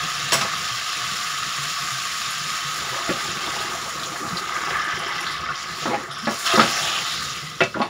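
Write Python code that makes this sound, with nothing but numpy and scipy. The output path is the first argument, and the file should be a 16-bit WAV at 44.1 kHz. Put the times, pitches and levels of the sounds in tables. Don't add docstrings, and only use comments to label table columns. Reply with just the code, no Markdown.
import sys
import numpy as np
from scipy import signal
from scipy.fft import rfft, irfft, next_fast_len
from scipy.io import wavfile

SR = 44100
rng = np.random.default_rng(int(sys.argv[2]) if len(sys.argv) > 2 else 0)


def transcribe(signal):
    frames = np.atleast_2d(signal).T
    limited = np.clip(frames, -1, 1)
    pcm = np.round(limited * 32767).astype(np.int16)
    wavfile.write(sys.argv[1], SR, pcm)


N = 347949
TIME = np.arange(N) / SR

# [t/s, steam hiss level/dB, gravy sputter level/dB]
FRYING = [(0, -37.5, -30.5), (2.3, -36.5, -35), (3.6, -40, -33.5), (4.25, -42.5, -47), (4.65, -43.5, -35),
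          (4.95, -47, -36), (5.3, -46, -34), (5.48, -55.5, -34.5), (5.8, -40, -40), (6.085, -52.5, -50),
          (6.115, -62, -38.5), (6.33, -40, -42.5), (6.435, -42, -40), (6.465, -36.5, -23.5),
          (6.9, -35.5, -31.5), (7.27, -40, -33.5), (7.55, -49.5, -39.5), (7.89, -61, -45)]
# [t/s, share 0-1]
WETNESS = [(3, 0), (4.1, 0.54), (6.3, 0.67), (6.6, 0.06)]
# [t/s, level/dB, rise/(dB/s), fall/(dB/s)]
FLASHES = [(3.95, -38.5, 6, 10), (6.42, -29, 86, 15)]
# [f/Hz, level/dB]
HISS_COLOUR = [(300, -39), (880, -18), (1100, -13), (1500, 1), (2300, -2), (2900, 0), (4200, -1),
               (5600, -2), (7300, -2.5), (8500, -8), (12000, -12)]
# [f/Hz, level/dB]
SPRAY_COLOUR = [(4000, -19), (6500, -2), (8500, 2.5), (11000, -1.5), (15500, -2)]
# [f/Hz, level/dB]
SPUTTER_SIZES = [(2700, -5.5), (3100, -6), (3500, -6.5), (3950, -7), (4450, -14), (5000, -9), (5600, -5.5)]
# [f/Hz, width/Hz, level/dB]
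BOWL_RESONANCES = [(708, 50, -4.5), (1085, 180, -3), (1258, 125, 5)]
# [f/Hz, level/dB]
FLAME_COLOUR = [(30, -15), (50, -11), (65, 1.5), (115, -0.5), (150, 7.5), (190, 1.5), (270, -7),
                (500, -5.5), (900, -31), (2500, -58)]
# [t/s, level/dB]
BURBLES = [(0.025, -34), (0.109, -42), (0.231, -32), (0.35, -26.5), (0.524, -37), (0.709, -35),
           (1.014, -36), (1.324, -43), (1.41, -42), (1.577, -31.5), (1.795, -40), (1.92, -33), (2.4, -40),
           (2.645, -34.5), (2.902, -36), (5.808, -36), (6.086, -37), (6.812, -34), (6.99, -41),
           (7.424, -35)]
# [t/s, level/dB, lowest f/Hz, highest f/Hz, chatter/s,
# clatter t60/s, wok ring level/dB, favoured note f/Hz, blade ring level/dB]
KNOCKS = [(0.321, -12.5, 360, 7000, .003, 0.22, -5.5, 395, -2),
          (0.33, -13.5, 454, 9000, 0.04, 0.25, -13, 1690, 7.5),
          (0.41, -17.5, 600, 6500, .012, 0.14, -5, 1255, -6),
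          (0.445, -27, 416, 990, 0.0044, 0.081, -12, 675, -30),
          (3.091, -18, 150, 600, .005, .06, -16, 370, -40),
          (3.0909, -21.5, 1200, 2800, .007, 0.079, -8, 1690, -30),
          (5.856, -19, 400, 1820, .0025, 0.079, -8, 1255, -40),
          (5.932, -22, 480, 1000, .006, .15, 6, 835, -40),
          (6.271, -15, 189, 2300, 0.0051, 0.22, -2, 575, -23),
          (6.535, -16, 276, 695, .006, .14, 0, 370, -27), (6.575, -9, 160, 1100, .0073, 0.29, -7, 222, -40),
          (6.5955, -8.5, 170, 3580, 0.007, 0.22, -6, 1255, -22),
          (7.605, -12, 1000, 3800, 0.0076, 0.15, -5, 1420, -32),
          (7.6045, -15.5, 270, 557, .003, 0.071, -4, 370, -43),
          (7.61, -13.5, 440, 750, .004, 0.13, 10, 620, -40),
          (7.6121, -15.5, 1700, 2950, .006, .14, 2, 2620, -19),
          (7.636, -24.5, 1500, 7000, .004, 0.18, -10, 2790, -17),
          (7.742, -23, 1080, 1750, .012, 0.15, -13, 1240, -40),
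          (7.8025, -17, 520, 1260, .003, .1, -1, 835, -40),
          (7.8128, -16, 644, 1500, .0035, 0.12, -2, 835, -40),
          (7.816, -24.5, 1900, 4870, .01, 0.13, 1, 4590, -40)]
# [f/Hz, level/dB, t60/s]
WOK_MODES = [(223.4, 0, .14), (297, 2, .11), (374, 3, 0.11), (508, -1, 0.11), (580, 0.5, 0.16),
             (683, 1, 0.1), (833, -3.5, 0.13), (1128, 0.5, 0.15), (1261, 2.5, 0.15), (1437, -2.5, 0.17),
             (1710, 0.5, 0.11), (1956, 0, 0.13), (2300, -4, .12), (2636, 2, .125), (2760, -4, .11),
             (3070, -4, .12), (3350, -9, 0.12), (3630, -1.5, 0.13), (4390, -2, 0.08)]
# [f/Hz, level/dB, t60/s]
BLADE_MODES = [(5335, 9, 0.15), (5650, 2.5, 0.13), (6330, -2, .12), (7959, 13, .15), (8845, -4, .12),
               (10981, 7, 0.11), (12610, -2, .12), (14980, -10, 0.082)]
# [t/s, level/dB, f/Hz]
SPITS = [(2.305, -27, 10000), (3.361, -43, 3310), (3.428, -29.5, 3600), (3.464, -30, 3300),
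         (3.816, -33.5, 4070), (3.996, -32, 4200), (4.034, -25.5, 3700), (4.059, -29, 6400),
         (4.287, -33, 4120), (4.37, -24.5, 4200), (4.492, -33, 3170), (4.65, -32, 5240), (5.034, -32, 3050),
         (5.117, -34, 3150), (5.263, -21, 1340), (5.266, -26, 3600), (5.488, -21, 1280), (5.554, -33, 5160),
         (5.6, -43, 5100), (6.11, -36, 3320), (6.197, -39, 3130), (6.254, -31, 3920), (6.83, -24.5, 3220)]
# [peak t/s, level/dB, fall/(dB/s)]
SURGES = [(2.949, -33.5, 17), (3.56, -31.5, 23.5), (4.2, -34.5, 15), (4.68, -34, 23), (5.05, -36, 21),
          (5.98, -33.5, 74), (6.68, -33, 32)]
# [t/s, level/dB, starting f/Hz]
GULPS = [(2.959, -30.5, 550), (3.092, -19, 173), (3.094, -25, 343), (3.111, -23.5, 550), (3.52, -41, 407),
         (4.119, -32, 310), (4.22, -30, 293), (4.248, -35, 229), (4.304, -34, 204), (4.329, -23, 166),
         (5.855, -23.5, 308), (5.878, -24.5, 238), (5.916, -24, 492), (5.975, -28, 270),
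         (6.231, -30.5, 225), (6.27, -23.5, 225), (6.281, -23, 564), (7.756, -26, 298), (7.769, -23.5, 598),
         (7.771, -29, 188), (7.787, -26, 298), (7.802, -21, 238)]
# [t/s, length/s, level/dB, first f/Hz, last f/Hz, pitch spread/octaves]
PATCHES = [(4.638, 0.29, -32, 1630, 1720, .05), (4.718, 0.55, -38.5, 3000, 3120, 0.056),
           (5.21, 0.19, -37, 3470, 4300, 0.18), (5.545, .12, -36, 4800, 5900, 0.33),
           (5.793, 0.068, -34, 3700, 3200, 0.32), (6.076, 0.33, -39.5, 5430, 5240, 0.082),
           (6.102, 0.12, -43, 3600, 3470, .06), (6.361, 0.15, -37, 1620, 2380, 0.13),
           (6.621, 0.54, -36, 612, 1036, 0.214), (6.666, 0.2, -31, 5750, 5700, .12),
           (6.792, 0.25, -26.5, 3250, 2850, 0.16), (6.951, 0.37, -32, 3370, 4700, 0.18),
           (7.35, 0.22, -42, 2070, 2030, 0.035), (7.437, 0.2, -45, 3100, 3940, .1)]
# [t/s, length/s, level at the end/dB, swell/dB,
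# first f/Hz, last f/Hz, bowl ring level/dB]
SCRAPES = [(5.868, 0.071, -22, 4, 300, 744, -20), (5.96, 0.039, -33, 9, 754, 724, -5),
           (6.285, 0.046, -31, 3, 450, 567, -17), (6.456, 0.01, -22, 8, 2600, 3080, -5),
           (6.49, 0.122, -28.5, 4.5, 2800, 1890, 11.5), (6.61, 0.026, -28, -4, 3300, 3300, -9),
           (7.748, 0.1, -27.5, 0.5, 292, 666, -31)]
# [f/Hz, level/dB]
MICROPHONE_COLOUR = [(30, -18), (70, -2.5), (5700, 0), (6300, -3.5), (6800, 1), (7400, -2), (8100, -14),
                     (9000, -6.5), (11000, -7.5), (13800, -17), (15100, -7)]

SPRAY_DB, SPRAY_FOLLOWS = -36.5, 0.81
HISS_PATCHY_DB = 3.4
SPUTTER_SPREAD_DB, GURGLE_SPREAD_DB = 12, 11
SIMMER_DB, SIMMER_FOLLOWS = -30, 0.38
SWARM_DB, SWARM_FOLLOWS = -34, 0.83
BOIL_PEAK_S, BOIL_CLUMP_DB = 4.77, 2.5
BOIL_DB, BOIL_RISE_DB_PER_S, BOIL_FALL_DB_PER_S = -28, 25, 12
BOIL_HUM_DB, BOIL_HUM_RISE_DB_PER_S, BOIL_HUM_FALL_DB_PER_S = -28, 13.5, 29
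COOL_FROM_S, COOL_DB_PER_S = 6.96, 11.5
FLAME_DB, FLAME_FLUTTER_DB = -45, 4
BURBLE_HZ, BURBLE_ATTACK_S, BURBLE_T60_S = 147.8, 0.012, 0.22
MODE_SPREAD_DB = 1.5
FAVOUR_DB, FAVOUR_OCTAVES = 9, 0.11
THUD_DB, THUD_T60_S = -17, 0.3
RANDOM_SPITS_PER_S, RANDOM_SPIT_DB = 12, 4.5
SURGE_RISE_DB_PER_S = 48
PATCH_BUBBLES_PER_S, PATCH_RING_CYCLES, PATCH_SPREAD_DB = 2300, 28, -1
SCRAPE_ATTACK_S, SCRAPE_RELEASE_DB_PER_S = 0.0031, 382
CLANK_S, CLANK_DB, CLANK_HZ, CLANK_T60_S = 6.5955, 0.5, 1243, 0.043
WALL_ECHO_S, KITCHEN_T60_S, SIDE_NOISE_DB = 0.00676, 0.18, -70
CUTOFF_HZ = 15600


def from_db(db):
    return 10 ** (np.asarray(db) / 20)


def rms_one(x):
    return x / np.sqrt(np.mean(x ** 2) + 1e-20)


def in_time(rows):
    s, *columns = np.transpose(rows)
    return [np.interp(TIME, s, c) for c in columns]


def swell(s, db, rise_db_per_s, fall_db_per_s):
    return from_db(db - np.maximum((s - TIME) * rise_db_per_s, (TIME - s) * fall_db_per_s))


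def add(track, s, sound):
    at = int(s * SR)
    track[at:at + len(sound)] += sound[:max(N - at, 0)]


def colour(x, spectrum):
    size = next_fast_len(N + 4096)
    hz, db = np.transpose(spectrum)
    gain = from_db(np.interp(np.log(np.fft.rfftfreq(size, 1 / SR) + 1), np.log(hz), db))
    return irfft(rfft(x, size) * gain, size)[..., :N]


def band(x, low_hz, high_hz, order=2):
    high_hz = min(max(high_hz, low_hz + 20), SR / 2 - 20)
    sos = signal.butter(order, [low_hz, high_hz], "band", fs=SR, output="sos")
    return signal.sosfilt(sos, x + 1e-18)


def drift(rate_hz):
    r = np.exp(-80 * np.pi * rate_hz / SR)
    slow = signal.lfilter([1], [1, -2 * r, r * r], rng.standard_normal(N // 40 + 2002))[2000:]
    return np.interp(np.arange(N) / 40, np.arange(len(slow)), rms_one(slow))


def clicks(per_s, spread_db):
    sizes = from_db(spread_db * np.minimum(rng.exponential(1, N), 5)) * rng.choice([-1, 1], N)
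    return rms_one(sizes * (rng.random(N) < per_s / SR))


def bursts(per_s, spread_db, length_s):
    decay = np.exp(-1 / (length_s * SR))
    power = signal.lfilter([1], [1, -decay], clicks(per_s, spread_db) ** 2 + 1e-18)
    return rms_one(np.sqrt(power) * rng.standard_normal(N))


def bubbles(per_s, low_hz, high_hz, cycles, rise, spread_db):
    when, size, strength = rng.random((int(per_s * N / SR), 3)).T[:, :, None]
    step = np.arange(int(cycles * SR / low_hz))
    hz = low_hz * (high_hz / low_hz) ** size
    age = (step * hz / (cycles * SR)).astype(np.float32)
    tone = np.exp(-2 * np.pi * age) * np.sin(2 * np.pi * cycles * age * (1 + rise * age))
    rings = from_db(spread_db * strength ** 4) * tone
    at = (when * N).astype(int) + step
    return rms_one(np.bincount(at.ravel(), rings.ravel(), N)[:N])


def ringing(modes, t):
    out = 0
    for hz, db, t60 in modes:
        gain = from_db(db + rng.normal(0, MODE_SPREAD_DB) - 60 * t / t60) * rng.choice([-1, 1])
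        out = out + gain * np.sin(2 * np.pi * hz * t)
    return out


def bowl(x):
    out = 0
    for k, (hz, width_hz, db) in enumerate(BOWL_RESONANCES):
        r = np.exp(-np.pi * width_hz / SR)
        feedback = [1, -2 * r * np.cos(2 * np.pi * hz / SR), r * r]
        hum = signal.lfilter([(1 - r * r) / 2, 0, (r * r - 1) / 2], feedback, x)
        out = out + (-1) ** k * from_db(db) * hum
    return rms_one(out)


def patchy(x, depth_db):
    size = next_fast_len(N)
    thirds = np.clip(3 * np.log2(np.fft.rfftfreq(size, 1 / SR) / 1900 + 1e-9), 0, 6)
    whole = rfft(x, size)
    out = 0
    for k in range(7):
        part = irfft(whole * np.maximum(1 - abs(thirds - k), 0), size)[:N]
        out = out + part * from_db(depth_db * drift(9.5))
    return out


def frying():
    hiss_db, _ = in_time(FRYING)
    wet, = in_time(WETNESS)
    flash = np.max([swell(*row) for row in FLASHES], axis=0)
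    spray_gain = np.hypot(from_db(SPRAY_DB + SPRAY_FOLLOWS * (hiss_db - hiss_db[0])), flash)
    surge = drift(25.0)
    crackle = bursts(per_s=200, spread_db=2.0, length_s=0.00097)
    steam = bursts(per_s=8700, spread_db=0.5, length_s=0.000097)
    hiss = rms_one(colour(steam + from_db(-9.0) * crackle, HISS_COLOUR))
    mist = bursts(per_s=6700, spread_db=1.5, length_s=0.00067)
    spray = rms_one(colour(mist + from_db(-6.5) * crackle, SPRAY_COLOUR))
    hiss = patchy(hiss, HISS_PATCHY_DB * wet) * from_db(hiss_db + 8.0 + 0.42 * surge)
    return hiss + spray * spray_gain * from_db(0.94 * surge + 1.7 * drift(25))


def sputter():
    _, level_db = in_time(FRYING)
    wet, = in_time(WETNESS)
    clump_db = 1 + 2.6 * wet
    out = 0
    for hz, db in SPUTTER_SIZES:
        swarm = bubbles(per_s=240, low_hz=hz / 1.093, high_hz=hz * 1.068, cycles=36, rise=0.016,
                        spread_db=SPUTTER_SPREAD_DB)
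        out = out + swarm * from_db(db + clump_db * drift(7.7))
    return out * from_db(level_db - 2.5)


def boiling():
    _, sputter_db = in_time(FRYING)
    wet, = in_time(WETNESS)
    vigour_db = sputter_db - sputter_db[0]
    boil = swell(BOIL_PEAK_S, BOIL_DB, BOIL_RISE_DB_PER_S, BOIL_FALL_DB_PER_S)
    hum = swell(BOIL_PEAK_S, BOIL_HUM_DB, BOIL_HUM_RISE_DB_PER_S, BOIL_HUM_FALL_DB_PER_S)
    simmer = rms_one(band(bowl(clicks(per_s=2500, spread_db=3.0)), 690, 3000))
    swarm = bubbles(per_s=800, low_hz=1483, high_hz=2200, cycles=37.0, rise=0.062, spread_db=10.5)
    swarm = swarm * from_db(BOIL_CLUMP_DB * wet * drift(26))
    simmer_gain = np.hypot(from_db(SIMMER_DB + SIMMER_FOLLOWS * vigour_db), hum)
    swarm_gain = np.hypot(from_db(SWARM_DB + SWARM_FOLLOWS * vigour_db), boil)
    cooling = from_db(-COOL_DB_PER_S * np.maximum(TIME - COOL_FROM_S, 0))
    return (simmer * simmer_gain + swarm * swarm_gain) * cooling


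def flame():
    roar = rms_one(colour(rng.standard_normal(N), FLAME_COLOUR))
    return roar * from_db(FLAME_DB + FLAME_FLUTTER_DB * np.minimum(drift(7.3), 1.7))


def burbles():
    out, age = np.zeros(N), TIME[:SR // 3]
    for s, db in BURBLES:
        hz = BURBLE_HZ * (1 + rng.normal(0, 0.074))
        fade = from_db(db + 8.0 - 60 * age / BURBLE_T60_S)
        add(out, s, fade * (1 - np.exp(-age / BURBLE_ATTACK_S)) * np.sin(2 * np.pi * hz * age))
    return out


def knocks():
    out, t = np.zeros(N), TIME[:SR // 4]
    for s, db, low_hz, high_hz, chatter_s, clatter_t60_s, wok_db, note_hz, blade_db in KNOCKS:
        contact = rms_one(rng.standard_normal(len(t)) * np.exp(-t / chatter_s))
        clatter = rng.standard_normal(len(t)) * from_db(-60 * t / clatter_t60_s)
        clatter = rms_one(band(clatter, 65, 1600, order=1))
        modes = []
        for hz, mode_db, t60 in WOK_MODES:
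            closeness = np.exp(-(np.log2(hz / note_hz) / FAVOUR_OCTAVES) ** 2)
            modes.append((hz, mode_db + FAVOUR_DB * closeness, t60))
        wok = from_db(wok_db) * rms_one(ringing(modes, t))
        blow = rms_one(band(wok + contact + clatter, low_hz, high_hz, order=3))
        crash = rms_one(band(rng.standard_normal(len(t)) * from_db(-60 * t / 0.14), 4500, 19000))
        blade = rms_one(ringing(BLADE_MODES, t)) + from_db(-3.0) * crash
        add(out, s, from_db(db - 14.0) * (blow + from_db(blade_db - 3.5) * blade))
    return out


def thuds():
    out, t = np.zeros(N), TIME[:SR // 3]
    for s, db, *_ in KNOCKS:
        rumble = rms_one(band(rng.standard_normal(len(t)), 103, 213))
        add(out, s, from_db(db + THUD_DB - 60 * t / THUD_T60_S) * rumble)
    return out


def spits():
    out, t = np.zeros(N), TIME[:SR // 10]
    _, sputter_db = in_time(FRYING)
    wet_s = TIME[-1] - SURGES[0][0]
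    random_spits = []
    for back, weak, size in rng.random((int(RANDOM_SPITS_PER_S * wet_s), 3)):
        s = TIME[-1] - wet_s * back
        db = np.interp(s, TIME, sputter_db) + RANDOM_SPIT_DB - 6 * weak
        random_spits.append((s, db, 2200 * 4.7 ** size))
    for s, db, hz in [*SPITS, *random_spits]:
        burst = rms_one(band(rng.standard_normal(len(t)), hz / 1.143, hz * 1.164))
        add(out, s, burst * from_db(db + 1.0 - 60 * t / 0.1))
    return out


def water():
    flow = np.max([swell(s, db, SURGE_RISE_DB_PER_S, fall) for s, db, fall in SURGES], axis=0)
    spread = GURGLE_SPREAD_DB
    large = bubbles(per_s=90, low_hz=311, high_hz=552, cycles=20.5, rise=0.12, spread_db=spread)
    small = bubbles(per_s=130, low_hz=639, high_hz=1150, cycles=43, rise=0.17, spread_db=spread)
    plinks = bubbles(per_s=70, low_hz=1147, high_hz=2300, cycles=43, rise=0.094, spread_db=spread)
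    out = (from_db(-4.5) * large + from_db(-2.5) * small + from_db(-3.5) * plinks) * flow
    age = TIME[:SR // 6]
    for s, db, hz in GULPS:
        envelope = from_db(db + 6.0 - 60 * age / 0.095) * (1 - np.exp(-age / 0.00087))
        add(out, s, envelope * np.sin(2 * np.pi * hz * age * (1 + 1.47 * age)))
    return out


def patches():
    out, age = np.zeros(N), TIME[:SR // 40]
    for s, length_s, db, first_hz, last_hz, octaves in PATCHES:
        count = int(PATCH_BUBBLES_PER_S * length_s)
        along = np.sort(rng.random(count))[:, None]
        size, strength = rng.standard_normal((count, 2)).T[:, :, None]
        hz = first_hz * (last_hz / first_hz) ** along * 2 ** (octaves * size)
        tone = np.exp(-np.pi * hz * age / PATCH_RING_CYCLES) * np.sin(2 * np.pi * hz * age)
        rings = from_db(PATCH_SPREAD_DB * strength) * np.sin(np.pi * along) * tone
        at = (along * length_s * SR).astype(int) + np.arange(len(age))
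        fizz = band(np.bincount(at.ravel(), rings.ravel()), min(first_hz, last_hz) * 0.68, 8600)
        add(out, s, from_db(db - 3.0) * rms_one(fizz))
    return out


def scrapes():
    out, t = np.zeros(N), TIME[:SR // 4]
    slips = bursts(per_s=1500 * from_db(1.7 * drift(44)), spread_db=2.0, length_s=0.00042)
    rasps = {hz: rms_one(band(slips, hz / 2 ** .5, hz * 2 ** .5)) for hz in 200 * 2.0 ** np.arange(6)}
    hum = bowl(slips)
    for k, (s, length_s, db, swell_db, first_hz, last_hz, bowl_db) in enumerate(SCRAPES):
        part = slice(k * len(t), (k + 1) * len(t))
        along = np.minimum(t / length_s, 1)
        pitch_hz = first_hz * (last_hz / first_hz) ** along
        rasp = sum(x[part] * np.exp(-(np.log2(hz / pitch_hz) / 1.28) ** 2) for hz, x in rasps.items())
        release_db = SCRAPE_RELEASE_DB_PER_S * np.maximum(t - length_s, 0)
        gain = np.minimum(t / SCRAPE_ATTACK_S, 1) * from_db(db - swell_db * (1 - along) - release_db)
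        add(out, s, gain * (rms_one(rasp) + from_db(bowl_db) * rms_one(hum[part])))
    return out


def clank():
    out = np.zeros(N)
    note = ringing([(CLANK_HZ, 0, CLANK_T60_S)], TIME[:SR // 5])
    add(out, CLANK_S, from_db(CLANK_DB) * band(note, 560, 2300))
    return out


def wall_echo(x, echo_db):
    lag, gain = int(WALL_ECHO_S * SR), min(from_db(echo_db), .7)
    echoes = sum((-gain) ** k * np.pad(x, (k * lag, 0))[:N] for k in range(6))
    return echoes * np.sqrt(1 - gain ** 2)


def kitchen(x, wet_db):
    t = TIME[:SR // 3]
    tail = rng.standard_normal(len(t)) * from_db(-60 * t / KITCHEN_T60_S) * (t > .002)
    wet = signal.fftconvolve(x, tail / np.linalg.norm(tail))[:N]
    return (x + from_db(wet_db) * wet) / np.hypot(1, from_db(wet_db))


def scene():
    in_pan = (frying(), sputter() + spits(), patches() + boiling())
    food = sum(kitchen(x, wet_db=-5.5) for x in in_pan)
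    stirring = wall_echo(water() + scrapes() + knocks(), echo_db=-10.5) + clank() + thuds()
    mid = food + kitchen(stirring, wet_db=-6.0) + burbles() + flame()
    low_noise = rms_one(band(rng.standard_normal(N), 50, 450))
    side = from_db(-67.0) * kitchen(mid, wet_db=24) + from_db(SIDE_NOISE_DB) * low_noise
    return np.array([mid + side, mid - side])


def record(dry):
    heard = np.clip(colour(dry, MICROPHONE_COLOUR), -1, 1)
    return signal.sosfilt(signal.ellip(12, .1, 90, CUTOFF_HZ, fs=SR, output="sos"), heard)


dry = scene()
out = record(dry)
transcribe(out)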